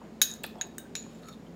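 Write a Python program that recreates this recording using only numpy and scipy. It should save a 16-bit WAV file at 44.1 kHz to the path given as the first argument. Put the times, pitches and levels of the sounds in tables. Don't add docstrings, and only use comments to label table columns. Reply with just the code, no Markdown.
import sys
import numpy as np
from scipy import signal
from scipy.fft import rfft, irfft
from scipy.io import wavfile

SR = 44100
rng = np.random.default_rng(int(sys.argv[2]) if len(sys.argv) > 2 else 0)


def nominal_scale(level):
    x = np.asarray(level, float) / 20
    return 10 ** x


def dump(signal):
    limited = np.clip(np.atleast_2d(signal).T, -1, 1)
    pcm = np.round(limited * 32767).astype(np.int16)
    wavfile.write(sys.argv[1], SR, pcm)


N = 68355
ONSET_S = 0.00051


def level(x, db):
    return x * nominal_scale(db) / np.sqrt(np.mean(x ** 2))


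def band(x, hz, width_hz):
    return signal.lfilter(*signal.iirpeak(min(hz, .45 * SR), hz / width_hz, fs=SR), x)


def steep_band(x, hz, width_hz):
    return band(band(x, hz, width_hz), hz, width_hz)


def add(out, start_s, x):
    i = int(start_s * SR)
    out[i:i + len(x)] += x[:N - i]


def fade(t60_s, size=8000):
    t = np.arange(size) / SR
    return t, np.exp(-np.log(1000) * t / np.reshape(t60_s, (-1, 1)))


def onset(t, rise_s=ONSET_S):
    return np.minimum(t / rise_s, 1)


BOWL_HZ = (1560, 1690, 2520, 3010, 3765, 3830, 4240, 5314, 6500, 6670, 6800, 7550, 10090, 14200)
BOWL_DB = (-10.5, -0.5, -4.5, -6.5, -7, 0, -5.5, -6, -4.5, -2.5, -2, -11.5, -3, -5)
BOWL_T60_S = (.035, .025, .025, .02, .09, .06, .03, .03, .045, .05, .08, .025, .045, .05)
FORK_HZ = (8750, 10450, 11420, 12600, 13540, 14790, 15240, 15560)
FORK_DB = (-8.5, -7, -9, -9.5, -1, -6.5, -8.5, -13)
FORK_T60_S = (.025, .025, .035, .015, .02, .045, .025, .025)
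STRIKE_HZ = (1700, 3800, 6700, 12000)
CRACK_DB = (-9, 0, 1, 1)
# t/s, level/dB in each of the four strike bands
CLINKS = [(.2160, -18, -21, -19, -18), (.2187, -30, -25, -20.5, -21), (0.3139, -46, -49, -35, -64),
          (0.3379, -50, -44, -35, -45), (0.6119, -26.5, -30.5, -36.5, -41.5),
          (.7820, -31.5, -55, -36.5, -68), (.2222, -40, -30, -26, -30), (0.9529, -30, -32, -33, -46),
          (1.2330, -42.5, -51, -61, -69), (1.285, -50, -48, -48, -42), (1.328, -63, -45, -53, -50)]
CRACK_T60_S, PLACE_SD_DB, DETUNE_SD = 0.047, 1.25, 0.0015
HARD_DB, RING_GROWTH, FORK_GROWTH = -17, 0.54, 0.94


def clinks():
    out = np.zeros(N)
    hz = np.array(BOWL_HZ + FORK_HZ)
    mode_db = np.array(BOWL_DB + FORK_DB)
    t60_s = np.array(BOWL_T60_S + FORK_T60_S)
    fork = slice(len(BOWL_HZ), None)
    for start_s, *strike_db in CLINKS:
        place, sign, detune = rng.standard_normal((3, len(hz)))
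        hardness_db = max(strike_db) - HARD_DB
        soft_db = FORK_GROWTH * min(hardness_db, 0)
        force_db = np.interp(np.log(hz), np.log(STRIKE_HZ), strike_db)
        gain = nominal_scale(mode_db + force_db + PLACE_SD_DB * place)
        gain[fork] *= nominal_scale(soft_db) * np.sign(sign[fork])
        t, decay = fade(t60_s * nominal_scale(RING_GROWTH * hardness_db))
        struck_hz = hz * (1 + DETUNE_SD * detune)
        modes = decay * np.sin(2 * np.pi * struck_hz[:, None] * t)
        add(out, start_s, gain @ modes * onset(t))

        burst = rng.standard_normal(2000) * fade(CRACK_T60_S, size=2000)[1][0]
        for f, force, crack in zip(STRIKE_HZ, strike_db, CRACK_DB):
            noise = band(band(burst, f, 0.72 * f), f, f)
            add(out, start_s, nominal_scale(force + crack + soft_db / 2) * noise)
    return out


# t/s, level/dB, f/Hz, t60/s
RINGS = [(.2163, -16.5, 3802, .07), (0.2185, -40, 3772, 0.37), (.2167, -50, 14210, 0.18),
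         (.2190, -15, 6500, 0.056), (0.4408, -50, 2500, .3), (.5850, -58, 3360, .15),
         (0.6125, -31, 6680, 0.03), (0.6124, -32, 1660, .02), (.6126, -52.5, 8730, 0.046),
         (.7824, -46, 3758, 0.15), (.7825, -53.5, 1561, 0.16), (0.782, -49, 6826, 0.088),
         (0.784, -51, 2950, 0.072), (0.953, -33, 7700, 0.0074), (0.9531, -30, 4010, 0.026),
         (0.9534, -45, 1750, 0.02), (.9530, -41, 10260, 0.025), (.9531, -34.5, 2350, 0.025),
         (0.9527, -41, 6794, 0.3), (.9530, -42, 6960, .2), (0.954, -53.5, 4220, 0.19),
         (1.1450, -61, 7270, 0.19), (.8530, -53, 1561, .09), (1.2850, -46, 1292, .08),
         (1.2850, -50, 3700, .07), (1.2850, -54, 5502, .08), (1.2850, -52, 6848, .08),
         (1.2860, -50, 6600, .05), (.2650, -38, 3810, .2), (.2480, -38, 6700, .12)]
FLUTTER_HZ, FLUTTER_DB = 79, 5


def rings():
    out = np.zeros(N)
    lowpass = signal.butter(2, FLUTTER_HZ, fs=SR)
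    for start_s, db, hz, t60_s in RINGS:
        t, decay = fade(t60_s, size=16000)
        flutter = level(signal.lfilter(*lowpass, rng.standard_normal(len(t))), 0)
        tone = decay[0] * np.sin(2 * np.pi * hz * t) * onset(t)
        add(out, start_s, nominal_scale(db + FLUTTER_DB * flutter) * tone)
    return out


# t/s, level/dB, f/Hz, t60/s
DRY_RINGS = [(.6122, -22, 6690, .035), (.9527, -28, 6850, .014), (.9527, -42, 14200, .03),
             (.9527, -36, 5300, .012), (.7822, -36, 15100, .015), (1.2848, -44, 3600, .02),
             (.2163, -26, 2250, .02), (.2320, -36, 14200, .1), (.2180, -34, 10090, .15),
             (.4410, -38, 1600, .04), (1.0380, -52, 2400, .03)]


def dry_rings():
    out = np.zeros(N)
    for start_s, db, hz, t60_s in DRY_RINGS:
        t, decay = fade(t60_s)
        add(out, start_s, nominal_scale(db) * decay[0] * np.sin(2 * np.pi * hz * t) * onset(t))
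    return out


# t/s, level/dB, f/Hz, t60/s
TICKS = [(.0160, -40, 894, 0.023), (0.3382, -44, 15000, .006), (.3880, -56, 14100, 0.0053),
         (.4350, -35, 8530, 0.0089), (0.435, -30, 15500, 0.0065), (0.4356, -38, 2960, 0.011),
         (0.439, -34, 2600, 0.023), (.4400, -25, 3410, 0.0095), (0.4414, -38, 12900, .01),
         (0.4385, -33.5, 7580, 0.012), (0.4422, -30, 1710, 0.017), (.4420, -28.5, 520, 0.013),
         (.4490, -37, 9800, 0.0063), (.4645, -38, 12200, 0.011), (.4648, -42, 15200, 0.0066),
         (.5560, -39, 790, .022), (.5850, -61, 8400, 0.027), (.6710, -51, 14400, 0.0087),
         (.6860, -58, 13100, .008), (.7820, -34, 15500, .012), (.7822, -26.5, 8530, 0.01),
         (.7835, -40, 8340, 0.019), (1.0640, -41.5, 820, 0.021), (1.2852, -52, 2250, 0.035),
         (.5550, -52, 5100, .012), (.9530, -33, 6900, .012), (1.2330, -55, 2450, .025),
         (.2240, -33, 14800, .02), (1.466, -56, 3100, 0.037)]
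TICK_RISE_S, TICK_NOISE = 0.00043, 0.61


def ticks():
    out = np.zeros(N)
    for start_s, db, hz, t60_s in TICKS:
        t, decay = fade(t60_s, size=2000)
        noise = level(steep_band(rng.standard_normal(len(t)), hz, hz / 3), 0)
        knock = np.sin(2 * np.pi * hz * t) + TICK_NOISE * noise
        add(out, start_s, nominal_scale(db) * decay[0] * onset(t, TICK_RISE_S) * knock)
    return out


def grit(per_s, spread_db):
    hit, sign, size = rng.random((3, N))
    size_db = -spread_db * np.log(1 - size)
    return level((hit < per_s / SR) * np.sign(sign - .5) * nominal_scale(size_db), 0)


def gate(start_s, length_s, edge_s=0.016):
    t = np.arange(N) / SR - start_s
    return np.clip(np.minimum(t * 4, length_s + edge_s - t) / edge_s, 0, 1)


# t/s, length/s, level/dB, f/Hz, width/Hz
RUBS = [(0.014, 0.061, -57.5, 680, 900), (.217, 0.016, -32.5, 4700, 4000), (.218, .03, -43, 12500, 6000),
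        (0.434, .005, -44.5, 12000, 8000), (0.439, 0.0027, -37.5, 805, 910), (.498, .03, -66, 2550, 200),
        (.556, .12, -52.5, 695, 200), (.557, 0.096, -56, 906, 231.5), (0.655, 0.01, -66, 7600, 800),
        (.783, .015, -55, 14100, 2500), (1.32, 0.025, -60, 3650, 250), (1.255, 0.012, -64, 6850, 200),
        (0.996, 0.094, -53.5, 247, 120), (1.016, 0.18, -66, 2940, 3000), (1.224, 0.1, -57, 1300, 90),
        (1.231, 0.11, -66, 4250, 300)]
RUB_PER_S, RUB_SPREAD_DB = 3700, 1.9


def rubs():
    out = np.zeros(N)
    for start_s, length_s, db, hz, width_hz in RUBS:
        rub = steep_band(grit(RUB_PER_S, RUB_SPREAD_DB), hz, width_hz)
        out += gate(start_s, length_s) * level(rub, db)
    return out


# t/s, length/s, level/dB
DRAGS = [
    (0.242, 0.12, -55),
    (.96, 0.32, -67.5),
    (1.226, 0.121, -65.5),
    (1.28, 0.0053, -52),
]
DRAG_PER_S, DRAG_SPREAD_DB, DRAG_TILT_DB_PER_OCT = 990, 2.94, -1.5


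def drags():
    slips = grit(DRAG_PER_S, DRAG_SPREAD_DB)
    ring = np.zeros(N)
    for hz, db, t60_s in zip(BOWL_HZ, BOWL_DB, BOWL_T60_S):
        tilt_db = DRAG_TILT_DB_PER_OCT * np.log2(hz / 4000)
        ring += level(band(slips, hz, 6 / t60_s), db + tilt_db)
    pressure = sum(nominal_scale(db) * gate(start_s, length_s) for start_s, length_s, db in DRAGS)
    return level(ring, 0) * pressure


# t/s, level/dB, f/Hz, width/Hz, t60/s
WASHES = [(.2170, -47, 5000, 5000, .12), (.4440, -46, 3700, 1400, .25), (.4420, -54, 1400, 900, .1),
          (.6125, -42, 2700, 1200, .1), (.7850, -56, 8800, 1500, .2), (.7850, -58, 14600, 2000, .15),
          (.9535, -47, 3900, 900, .25), (.9535, -46, 2600, 1200, .15), (.9535, -48, 5700, 1200, .2),
          (.2165, -36, 720, 250, .03), (.2165, -38, 980, 200, .03), (.6122, -34, 6700, 300, .12),
          (.9528, -36, 6200, 1800, .012), (.9530, -57, 14100, 500, .2), (.7822, -38, 15200, 1200, .02),
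          (.6125, -50, 14100, 500, .05), (.9535, -45, 6950, 400, .3)]


def washes():
    out = np.zeros(N)
    for start_s, db, hz, width_hz, t60_s in WASHES:
        t, decay = fade(t60_s)
        noise = level(steep_band(rng.standard_normal(len(t)), hz, width_hz), db)
        add(out, start_s, decay[0] * onset(t) * noise)
    return out


# f/Hz, t60/s
ROOM_T60 = [(500, 0.36), (2000, 0.33), (5000, 0.35), (7000, .3), (10000, 0.17), (15000, 0.34)]
ROOM_DB, ROOM_GAP_S = -12.5, 0.0026


def room(x):
    hz, t60_s = np.array(ROOM_T60).T
    bands_hz = 300 * 2 ** np.arange(0, 5.8, .5)
    t, decays = fade(np.interp(np.log(bands_hz), np.log(hz), t60_s), size=22050)
    echo = np.zeros(len(t))
    for f, decay in zip(bands_hz, decays):
        echo += decay * band(rng.standard_normal(len(t)), f, f / 3)
    echo *= t > ROOM_GAP_S
    echo *= nominal_scale(ROOM_DB) / np.sqrt(np.sum(echo ** 2))
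    return signal.fftconvolve(x, echo)[:N]


# f/Hz, level/dB per Hz
HUSH = [(41, -57), (70, -13), (194, -7), (232, -1.5), (334, -10.5), (429, -7.5), (1160, -23), (7270, -41),
        (15700, -59)]
# f/Hz, width/Hz, level/dB
DRONES = [(169.3, 11, -54), (220, 5.9, -53.5), (243.3, 18, -56.5), (339.4, 17, -60.5), (385.5, 17, -63),
          (6900, 300, -76.5), (13800, 4000, -80.5)]
HUSH_DB, HUM_HZ, HUM_DB = -50, 54.3, -64.5


def hush():
    f = np.arange(1, N // 2 + 2) * SR / N
    hz, db = np.array(HUSH).T
    shape = nominal_scale(np.interp(np.log(f), np.log(hz), db, left=-60))
    air = level(irfft(rfft(rng.standard_normal(N)) * shape, N), HUSH_DB)
    drone = sum(level(band(rng.standard_normal(N), f0, width), d) for f0, width, d in DRONES)
    hum = nominal_scale(HUM_DB) * np.sqrt(2) * np.sin(2 * np.pi * HUM_HZ * np.arange(N) / SR)
    return air + drone + hum


def scene():
    near = clinks() + rings() + ticks() + rubs() + drags()
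    return (near + room(near) + dry_rings() + washes() + hush())[None]


def top_cut(x):
    return signal.sosfilt(signal.butter(12, 17000, fs=SR, output="sos"), x)


def record(dry):
    lowpass = signal.cheby1(8, 1, 15850, fs=SR, output="sos")
    mix = signal.sosfilt(lowpass, dry)
    return top_cut(mix)


dry = scene()
out = record(dry)
dump(out)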